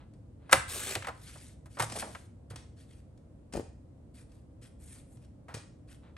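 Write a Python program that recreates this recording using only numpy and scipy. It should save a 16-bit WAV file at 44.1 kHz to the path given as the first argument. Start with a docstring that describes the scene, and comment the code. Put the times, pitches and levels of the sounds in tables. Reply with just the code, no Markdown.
"""Craft table in a small room, heard close up: a sliding-blade paper trimmer cuts cardstock.
The carriage snaps down, rasps through the card and hits its stop; the plastic rail rattles afterwards.
The card then slides, ticks and flexes between the fingers over a low room rumble.
Contacts are dense noise flurries, rubbing is random grains over hiss, plastic and card are resonances.
A room response and frequency-dependent stereo shading place the sounds."""
import sys
import numpy as np
from scipy import signal
from scipy.fft import rfft, irfft, next_fast_len
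from scipy.io import wavfile
from scipy.ndimage import uniform_filter1d, map_coordinates

SR = 44100
rng = np.random.default_rng(int(sys.argv[2]) if len(sys.argv) > 2 else 0)


def dump_mix(stems):
    """Bounce the given channels to the path in sys.argv[1] as a 16-bit WAV at rate SR."""
    frames = np.atleast_2d(stems).T  # one column per channel
    limited = np.clip(frames, -1, 1)  # hard clip at full scale
    pcm = np.round(limited * 32767).astype(np.int16)
    wavfile.write(sys.argv[1], SR, pcm)


N = 272097

# Room rumble: (frequency [Hz], relative level [dB])
RUMBLE_COLOUR = [(20, -38), (40, -11.5), (62, -0.5), (115, -3), (170, -10.5), (300, -12.5), (400, -24),
                 (520, -20.5), (800, -32.5), (1500, -44.5), (3000, -53), (6000, -57), (9000, -52.5),
                 (16000, -80)]
# Room decay: (frequency [Hz], t60 [s])
ROOM_DECAY = [(100, .4), (500, 0.38), (2000, 0.44), (8000, 0.42), (14000, 0.12)]
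# Shading by the camera body: (frequency [Hz], left-right level [dB], left lead [rad])
PORT_SHADING = [(200, -1.5, 0), (650, -2, 0.34), (1000, -1.5, 1.56), (1790, 1, 0.77), (3020, 4, 1),
                (4430, 4.5, 0.82), (4950, 4.5, 1.67), (6192, 2, 0.62), (7950, 1, 0.84), (9300, 0, 1),
                (9320, 1, -1), (11360, 0, -5.5), (14560, -1, -8.5)]

# Fingers settle on card and carriage: (start [s], length [s], level [dB], fastest point [0-1])
FINGER_TOUCHES = [(0, 0.06, -63.5, 0.02), (0.39, 0.11, -66.5, 0.95), (6.02, 0.1, -63.5, 0.38)]
# Soft skin contact: (frequency [Hz], relative level [dB per Hz])
SKIN_COLOUR = [(300, -9.5), (900, 3), (2000, -5.5), (4000, -12), (5500, -28), (10000, -34.5),
               (14000, -60.5)]

# Card edges tick and snap: (time [s], relative level [dB])
EDGE_TICKS = [(0.135, -65.5), (1.787, -41), (1.82, -40), (1.84, -52), (1.8969, -41), (1.92, -37),
              (2.5575, -41.5), (3.174, -66), (3.524, -47), (3.5347, -39), (3.558, -45), (3.5666, -43),
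              (4.317, -65), (4.957, -57.5), (5.169, -63.5), (5.246, -66), (5.5403, -39), (5.5462, -40)]
# Edge snap: (frequency [Hz], relative level [dB per Hz])
SNAP_COLOUR = [(40, -7), (200, -5), (1000, 2.5), (3000, -5), (5500, -3), (7000, -6.5), (9000, 0),
               (11500, -16), (13500, -32), (16000, -45.5)]
# Resonances of the held card: (frequency [Hz], width [Hz], relative level [dB])
CARD_MODES = [(1880, 90, -3), (2170, 80, -2), (2420, 130, -3), (3340, 130, 0), (4720, 150, -4),
              (5460, 100, 0), (6500, 220, -6), (7350, 180, -5)]

# Plastic parts knock and scuff:
# (time [s], relative level [dB], relative crack level [dB], base contact time [s], clack pitch [Hz])
PLASTIC_KNOCKS = [(0.493, -36, -21.5, 0.13, 1150), (0.512, -32.5, 1, 0.089, 1150),
                  (0.521, -20, -3.5, 0.081, 1240), (0.527, -1.5, -6, 0.015, 1470),
                  (0.5285, -20.5, 12, 0.016, 1080), (0.533, -16, -12, 0.007, 700),
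                  (0.572, -31, -6, 0.035, 1000), (0.952, -20.5, -3, 0.015, 2290),
                  (0.957, -23.5, -28, 0.0068, 510), (1.023, -31, -14, 0.0096, 1620),
                  (1.044, -32, -16, 0.061, 1390), (1.069, -28, -9, 0.055, 1150),
                  (1.083, -26, -16.5, 0.069, 896), (1.355, -44, -11.5, 0.06, 732),
                  (1.657, -49.5, -3.5, 0.08, 956), (1.769, -36, -22.5, 0.16, 887),
                  (1.796, -20.5, -4.5, 0.019, 820), (1.800, -18.5, -6.5, 0.056, 1160),
                  (1.822, -24.5, 1, 0.032, 1070), (1.833, -28.5, -10, 0.042, 810),
                  (1.961, -34, 2, 0.029, 1140), (2.017, -40, 6, 0.016, 2500),
                  (2.023, -28, -26, 0.036, 1020), (2.041, -39, -20, 0.05, 950),
                  (2.148, -32.5, -33, 0.041, 1280), (2.503, -48, -20, 0.31, 1119),
                  (5.482, -43, -17.5, 0.42, 966), (6.165, -42.5, -23, 0.037, 1500)]
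# Clack at the reference pitch: (frequency [Hz], relative level [dB per Hz])
CLACK_COLOUR = [(30, -59.5), (150, -17.5), (400, -12.5), (750, 0), (1150, 0.5), (1500, -0.5), (2000, -4.5),
                (2800, -11), (3500, -17), (6000, -24), (14000, -47.5)]
# Treble crack: (frequency [Hz], relative level [dB per Hz])
CRACK_COLOUR = [(800, -13.5), (2500, -8.5), (4500, -5.5), (7000, -5.5), (9300, 1.5), (12000, -10.5),
                (14000, -30), (16000, -28)]
# Resonances of plastic bed and rail: (frequency [Hz], width [Hz], relative level [dB])
TRIMMER_MODES = [(205, 28, -16), (304, 30, -7), (378, 34, -13), (536, 28, 0), (630, 30, -6), (765, 30, -4),
                 (850, 45, -5), (938, 45, -4), (1210, 45, 3), (1360, 40, -3), (1640, 55, 0), (1887, 45, -6),
                 (2000, 38, -4), (2170, 65, -7), (2450, 60, -6), (2893, 90, -6)]
# Table thuds under heavier pushes: (time [s], relative level [dB], low-mode pitch [Hz], t60 [s])
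TABLE_THUMPS = [(0.541, -34, 74.7, 0.3), (0.559, -32.5, 117, 0.18), (0.676, -35, 80.7, 0.13),
                (0.962, -31.5, 98, 0.17), (1.805, -33.5, 111.8, 0.49), (2.506, -37.5, 104.6, 0.23),
                (5.54, -40.5, 107.6, 0.34)]

# Blade tearing fibres: (frequency [Hz], relative level [dB per Hz])
RASP_COLOUR = [(120, -51), (200, -11.5), (500, -2.5), (650, -8.5), (1980, -8.5), (3800, -9.5),
               (5000, -14.5), (9230, -9), (12400, -17), (13800, -34), (15500, -21.5)]

# Card slides on the bed: (start [s], length [s], relative level [dB], fastest point [0-1])
CARD_SLIDES = [(1.1, 0.19, -69.5, 0.66), (1.215, 0.15, -62.5, 0.6), (1.33, 0.22, -61.5, 0.28),
               (1.69, 0.12, -65, 0.77), (1.792, 0.061, -47.5, 0.82), (1.88, 0.096, -54.5, 0.8),
               (1.955, 0.049, -47.5, 0.5), (1.985, 0.036, -44.5, 0.54), (2.03, 0.25, -63.5, 0.17),
               (2.499, 0.028, -59, 0.27)]
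# Sliding hiss: (frequency [Hz], relative level [dB per Hz])
SLIDE_COLOUR = [(500, -11), (1000, -13), (1500, -5), (7000, -7), (9000, 0), (11500, -7.5), (12600, -40),
                (16000, -59)]
# Card drags over the bed: (start [s], length [s], level [dB], fastest point [0-1])
CARD_DRAGS = [(1.86, 0.18, -49, 0.44), (1.952, 0.034, -44, 0.36), (2.018, 0.11, -44.5, 0.05)]
# Pressed drag: (frequency [Hz], relative level [dB per Hz])
DRAG_COLOUR = [(100, -5), (230, 2), (380, -4.5), (650, 2), (900, -3), (1500, -15.5), (2500, -22),
               (5000, -56)]

# Fingers rub the card:
# (start [s], length [s], relative level [dB], fastest point [0-1], relative fizz level [dB])
CARD_RUBS = [(1.263, .1, -57, 0.1, -8), (2.759, 0.12, -70, 0.22, -4), (2.859, 0.16, -71, 0.49, -4),
             (4.136, 0.11, -65.5, 0.3, -1), (4.28, .15, -76, 0.35, -2), (4.612, 0.077, -62.5, 0.41, 0),
             (4.785, .15, -66.5, 0.85, 5), (4.919, 0.11, -64, 0.25, 4), (5.048, .12, -81, 0.95, 8.5),
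             (5.198, 0.071, -74, .5, -4), (5.537, 0.077, -59, 0.08, -10), (5.873, .1, -65, 0.5, -3)]
# Skin on card: (frequency [Hz], relative level [dB per Hz])
FINGER_COLOUR = [(500, -22), (1100, -1), (1600, 1.5), (5500, -2.5), (9500, -12.5), (12000, -36),
                 (14000, -59)]
# Dry fizz: (frequency [Hz], relative level [dB per Hz])
FIZZ_COLOUR = [(3000, -53), (6000, -14), (9000, 2), (11400, -6), (12800, -39), (16000, -43)]

# Bent sheet pops: (time [s], relative level [dB], left-right level [dB])
SHEET_FLAPS = [(2.509, -39.5, -2), (2.535, -42, 6), (2.562, -46, -5), (3.537, -30, 9), (3.549, -28.5, 10.5),
               (3.553, -22.5, 6.5), (3.567, -25, -1), (3.575, -22, 5.5), (3.586, -32.5, 4),
               (3.595, -23.5, 5.5), (3.605, -34.5, 2), (5.546, -33, 7), (5.567, -37, 3)]
# Dull sheet pop: (frequency [Hz], relative level [dB per Hz])
SHEET_COLOUR = [(25, -30), (60, 1.5), (150, -5.5), (330, -2), (580, -4.5), (850, -16), (1300, -25),
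                (4000, -47.5)]

RUMBLE_DB = -52.5
KNOCKS_TO_ROOM_DB, TICKS_TO_ROOM_DB, RUBBING_TO_ROOM_DB, FLAPS_TO_ROOM_DB = -17.5, -10, -11.5, -18
LIMIT_PEAK, TOP_HZ = 0.92, 15800
EVEN_HZ = 394  # width over which a flurry's energy is evened out
SPEED_EXPONENT = 0.93  # rubbing gain over hand speed
PATCHY_DB = 2.5  # rms gain change as the contact moves
TICK_SHIVER_T60_S = 0.22
FLEX_DEPTH_S, FLEX_RATE_PER_S = 0.00018, 14  # delay waver of the flexing card
CLACK_REFERENCE_HZ = 1150
DETUNE_SHARE, PLASTIC_RING_DB = 0.003, -10  # random shift per mode and knock; ring gain
CUT_START_S, CUT_STOP_S, CUT_FORCE_DB = 0.675, 0.93, -41.5
BITE_S, LET_GO_S = 0.02, 0.041
BODY_HZ, BODY_START_DB, BODY_FULL_S = 2980, -8, 0.95  # rasp below BODY_HZ fills out until BODY_FULL_S
SHEAR_START_HZ, SHEAR_STOP_HZ, SHEAR_WIDTH_HZ, SHEAR_DB = 9000, 7740, 550, -7
SING_START_DB, SING_STOP_DB = -15, -9  # rail ring grows towards the stop
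CRINKLE_RATE_PER_S, CRINKLE_DB = 70, -7  # tiny creases giving way
CARD_RING_DB = -10  # relative to the rub
FLAP_TAIL_DB, FLAP_TAIL_T60_S = -12, 0.08  # shiver after each pop


def amp(db):
    """Decibels to gain."""
    return 10 ** (np.asarray(db) / 20)


def unit(x):
    """Scale to rms 1."""
    return x / np.sqrt(np.mean(x ** 2) + 1e-20)


def along(points, hz):
    """Interpolate (Hz, value) points on a log frequency axis."""
    f, v = np.transpose(points)
    return np.interp(np.log(hz + 1), np.log(f + 1), v)


def wobble(rate_per_s):
    """Smooth random curve with the given knot rate."""
    knots = rng.standard_normal(int(N * rate_per_s / SR) + 4)
    return map_coordinates(knots, [np.arange(N) * rate_per_s / SR])


def filtered(x, response):
    """Apply a frequency response to x."""
    size = x.shape[-1]
    m = next_fast_len(size + SR // 4)
    return irfft(rfft(x, m) * response(np.fft.rfftfreq(m, 1 / SR)), m)[..., :size]


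def coloured(x, spectrum, size=4096):
    """Minimum-phase filter with the given (Hz, dB) colour."""
    cepstrum = irfft(np.log(amp(along(spectrum, np.fft.rfftfreq(size, 1 / SR)))))
    # fold the cepstrum to make the filter causal
    cepstrum[1:size // 2] *= 2
    cepstrum[size // 2 + 1:] = 0
    impulse = irfft(np.exp(rfft(cepstrum)))
    return signal.fftconvolve(x, impulse)[:len(x)]


def add(track, s, sound):
    """Mix a sound in at time s."""
    part = track[max(round(s * SR), 0):][:len(sound)]
    part += sound[:len(part)]


def fade(t, t60):
    """Exponential decay, 60 dB down at t60."""
    return np.exp(-np.log(1000) * t / t60)


def burst(spectrum, rise_s, t60_s, tail_db, tail_t60_s):
    """Contact: dense pitchless micro-impacts, then a weaker shiver; about rms 1 at its height."""
    t = np.arange(SR // 2) / SR
    decay = fade(t, t60_s) + amp(tail_db) * fade(t, tail_t60_s)
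    shape = (1 - np.exp(-(t / rise_s) ** 2)) * decay
    z = rfft(rng.choice([-1, 1], len(t)) * shape)
    power = uniform_filter1d(np.abs(z) ** 2, size=max(int(EVEN_HZ * t[-1]), 1))
    flurry = irfft(z / np.sqrt(np.abs(power) + 1e-20), len(t))
    flurry *= np.clip(1 - t / (t[-1] / 2), 0, 1)
    x = coloured(flurry, spectrum)
    return x * np.linalg.norm(shape / shape.max()) / np.linalg.norm(x)


def friction(spectrum, rate_per_s, spread_db, hiss_db):
    """Fibres catch and let go: grains of random size over fine hiss, rms 1."""
    sizes = amp(spread_db * np.minimum(rng.exponential(size=N), 4))
    grains = (rng.random(N) < rate_per_s / SR) * sizes * rng.choice([-1, 1], N)
    hiss = amp(hiss_db) * rng.standard_normal(N)
    return unit(coloured(unit(grains) + hiss, spectrum))


def patchy(x):
    """Small shifting patches of gain in time and frequency, at unchanged rms."""
    z = signal.stft(x, nperseg=512)[2]
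    field = uniform_filter1d(rng.standard_normal(z.shape), size=6, axis=0)
    field = uniform_filter1d(field, size=4, axis=1)
    y = signal.istft(z * amp(PATCHY_DB * unit(field)), nperseg=512)[1][:N]
    return unit(y) * np.std(x)


def resonant(x, modes):
    """Drive a body's (Hz, width Hz, dB) modes with x, at unchanged rms."""
    def body(hz):
        total = 0
        for k, (centre_hz, width_hz, db) in enumerate(modes):
            band = 1j * hz * width_hz
            total = total + (-1) ** k * amp(db) * band / (centre_hz ** 2 - hz ** 2 + band)
        return total
    return unit(filtered(x, body)) * np.std(x)


def strokes(rows):
    """Hand-stroke gain: speed rises from rest, peaks at the fastest point and falls to a stop."""
    t, gain = np.arange(N) / SR, np.zeros(N)
    for s, length, db, fastest in rows:
        turn = s + length * np.clip(fastest, .02, .98)
        speed = np.sin(np.pi / 2 * np.interp(t, [s, turn, s + length], [0, 1, 0]))
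        gain += amp(db) * speed ** SPEED_EXPONENT
    return gain


def room_tone():
    """Steady low rumble: shared noise plus a side part that is weakest in the bass."""
    shared, apart = filtered(rng.standard_normal((2, N)), lambda hz: amp(along(RUMBLE_COLOUR, hz)))
    side = filtered(apart, lambda hz: amp(along([(60, -23.0), (400, -4.0), (3000, 1.0)], hz)))
    return amp(RUMBLE_DB) * np.array([shared + side, shared - side]) / np.std(shared)


def finger_touches():
    """Soft skin friction as fingers settle."""
    return strokes(FINGER_TOUCHES) * friction(SKIN_COLOUR, rate_per_s=1300, spread_db=3.5, hiss_db=-3)


def sheet_ring(x):
    """Card resonances driven by x waver in delay as the card flexes."""
    delay = FLEX_DEPTH_S * SR * wobble(FLEX_RATE_PER_S)
    return map_coordinates(resonant(x, CARD_MODES), [np.arange(N) - delay])


def card_ticks():
    """Stiff edges slip off rail and fingertips: short snaps that ring the sheet."""
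    out = np.zeros(N)
    for s, db in EDGE_TICKS:
        snap = burst(SNAP_COLOUR, rise_s=0.0033, t60_s=0.016, tail_db=-26.5, tail_t60_s=TICK_SHIVER_T60_S)
        add(out, s, amp(db - 1.5) * snap)
    return out + amp(-9.5) * sheet_ring(out)


def trimmer_knocks():
    """Impacts between plastic parts: a clack, a bright crack and decaying body modes."""
    out, t = np.zeros(N), np.arange(SR // 2) / SR
    hz, width, mode_db = np.transpose(TRIMMER_MODES)[:, :, None]
    for s, db, crack_db, contact_s, pitch_hz in PLASTIC_KNOCKS:
        # smaller, harder parts clack higher
        colour = [(f * pitch_hz / CLACK_REFERENCE_HZ, level) for f, level in CLACK_COLOUR]
        clack = burst(colour, rise_s=0.0016, t60_s=1.2 * contact_s, tail_db=-22.0, tail_t60_s=0.12)
        crack = burst(CRACK_COLOUR, rise_s=0.0009, t60_s=.8 * contact_s, tail_db=-24.0, tail_t60_s=0.19)
        strength = amp(mode_db + 0.64 * rng.standard_normal(hz.shape)) * rng.choice([-1, 1], hz.shape)
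        shifted_hz = hz * (1 + DETUNE_SHARE * rng.standard_normal(hz.shape))
        modes = strength * np.exp(-np.pi * width * t) * np.sin(2 * np.pi * shifted_hz * t)
        ring = np.sum(modes, axis=0) * (1 - fade(t, 0.11))
        knock = amp(-6.5) * clack + amp(crack_db - 7.0) * crack + amp(PLASTIC_RING_DB) * ring
        add(out, s, amp(db) * knock)
    return out


def table_thumps():
    """Two low table modes build up and decay after each heavy push."""
    out, t = np.zeros(N), np.arange(SR) / SR
    for s, db, pitch_hz, t60_s in TABLE_THUMPS:
        cycles = np.outer([pitch_hz, 1.36 * pitch_hz], t) + rng.random((2, 1))
        low, high = np.sin(2 * np.pi * cycles)
        add(out, s, amp(db) * (low + amp(-8.0) * high) * fade(t, t60_s) * (1 - fade(t, 0.025)))
    return out


def blade():
    """Tearing fibres rasp, fuller as the blade sinks in; the rail sings and the shearing hiss falls."""
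    t = np.arange(N) / SR
    bite = np.clip((t - CUT_START_S) / BITE_S, 0, 1)
    bite *= np.clip(1 - (t - CUT_STOP_S) / LET_GO_S, 0, 1)
    force = amp(CUT_FORCE_DB) * bite * amp(.5 * wobble(40) + 1.3 * wobble(220))

    rasp = force * patchy(friction(RASP_COLOUR, rate_per_s=1100, spread_db=2.0, hiss_db=0.5))
    body = filtered(rasp, lambda hz: 1 / (1 + (hz / BODY_HZ) ** 4))
    body_gain = amp(np.interp(t, [CUT_START_S, BODY_FULL_S], [BODY_START_DB, 0]))
    rasp = rasp - body + body * body_gain

    shear_hz = np.interp(t, [CUT_START_S, CUT_STOP_S], [SHEAR_START_HZ, SHEAR_STOP_HZ])
    flutter = filtered(rng.standard_normal(N), lambda hz: 1 / (1 + (hz / SHEAR_WIDTH_HZ) ** 4))
    shear = flutter * np.sin(2 * np.pi * np.cumsum(shear_hz) / SR)
    shear = amp(SHEAR_DB) * force * unit(shear)

    sing = amp(np.interp(t, [CUT_START_S, CUT_STOP_S], [SING_START_DB, SING_STOP_DB]))
    return amp(2.67) * rasp + shear + sing * resonant(rasp, TRIMMER_MODES)


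def card_slides():
    """Sliding card hisses; pressed on the bed it drives the hollow plastic."""
    pressure = strokes(CARD_SLIDES) * amp(wobble(18) + 1.5 * wobble(50) + .8 * wobble(200))
    hiss = patchy(friction(SLIDE_COLOUR, rate_per_s=4300, spread_db=3.5, hiss_db=-3.5))
    drag = friction(DRAG_COLOUR, rate_per_s=2400, spread_db=11.5, hiss_db=4.0)
    drag = strokes(CARD_DRAGS) * amp(0.8 * wobble(47.7)) * drag
    return amp(5.0) * pressure * hiss + drag + amp(-20) * resonant(drag, TRIMMER_MODES)


def finger_rubs():
    """Skin catches unevenly: a grainy, crinkling rub rings the card, with dry fizz on top."""
    grip = amp(1.2 * wobble(35) + 1.3 * wobble(130))
    crinkles = friction(FINGER_COLOUR, rate_per_s=CRINKLE_RATE_PER_S, spread_db=3, hiss_db=-40)
    rub = patchy(friction(FINGER_COLOUR, rate_per_s=1500, spread_db=1, hiss_db=0.5))
    rub = rub + amp(CRINKLE_DB) * crinkles
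    rub = grip * strokes([row[:-1] for row in CARD_RUBS]) * rub
    fizz_rows = [(s, length, db + fizz_db, fastest) for s, length, db, fastest, fizz_db in CARD_RUBS]
    fizz = patchy(friction(FIZZ_COLOUR, rate_per_s=1200, spread_db=1, hiss_db=-4))
    fizz = grip * strokes(fizz_rows) * fizz
    return amp(-0.7) * (rub + amp(CARD_RING_DB) * sheet_ring(rub)) + amp(3.0) * fizz


def card_buckles():
    """Each flap of the bent sheet is a dull pop with a shiver, panned by level."""
    left, right = np.zeros((2, N))
    for s, db, pan_db in SHEET_FLAPS:
        pop = burst(SHEET_COLOUR, rise_s=0.00068, t60_s=0.016,
                    tail_db=FLAP_TAIL_DB, tail_t60_s=FLAP_TAIL_T60_S)
        pop = amp(db - 4.5) * pop
        add(left, s, amp(pan_db / 2) * pop)
        add(right, s, amp(-pan_db / 2) * pop)
    return np.array([left, right])


def room(x):
    """Walls answer with a gradual onset and per-frequency decay; fresh random tails every quarter second."""
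    out = np.zeros((2, N))
    step = SR // 4
    for start in range(0, N, step):
        hz, t, z = signal.stft(rng.standard_normal((2, SR // 2)), SR, nperseg=256)
        tails = signal.istft(z * fade(t, along(ROOM_DECAY, hz)[:, None]), SR, nperseg=256)[1]
        tails = tails * (1 - fade(np.arange(tails.shape[1]) / SR, 0.091))
        for track, tail in zip(out, tails):
            answer = signal.fftconvolve(x[start:start + step], tail / np.linalg.norm(tail))
            add(track, start / SR, answer)
    mid = out[0]
    side = filtered(out[1], lambda hz: amp(along([(150, -12.0), (800, -0.5), (3000, -4.5)], hz)))
    return np.array([mid + side, mid - side])


def ports(x):
    """The camera body shades and delays two ports differently at each frequency."""
    f, tilt_db, lead_rad = np.transpose(PORT_SHADING)

    def response(hz):
        level = amp(along(np.c_[f, tilt_db], hz) / 2)
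        left = level * np.exp(.5j * along(np.c_[f, lead_rad], hz))
        return np.array([left, 1 / left])
    return filtered(x, response)


def scene():
    """Trimmer and card, direct and through the room, over the rumble."""
    rumble = room_tone()
    ticks, knocks, flaps = card_ticks(), trimmer_knocks(), card_buckles()
    rubbing = finger_touches() + blade() + card_slides() + finger_rubs()
    to_room = amp(KNOCKS_TO_ROOM_DB) * knocks + amp(TICKS_TO_ROOM_DB) * ticks
    to_room += amp(RUBBING_TO_ROOM_DB) * rubbing + amp(FLAPS_TO_ROOM_DB) * flaps.mean(axis=0)
    direct = ports(knocks + table_thumps() + ticks + rubbing + flaps)
    return direct + room(to_room) + rumble


def record(dry):
    """Round off the loudest peaks, then roll off steeply above TOP_HZ."""
    limited = dry / (1 + np.abs(dry / LIMIT_PEAK) ** 8) ** (1 / 8)
    return filtered(limited, lambda hz: 1 / (1 + (hz / TOP_HZ) ** 120))


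dry = scene()
out = record(dry)
dump_mix(out)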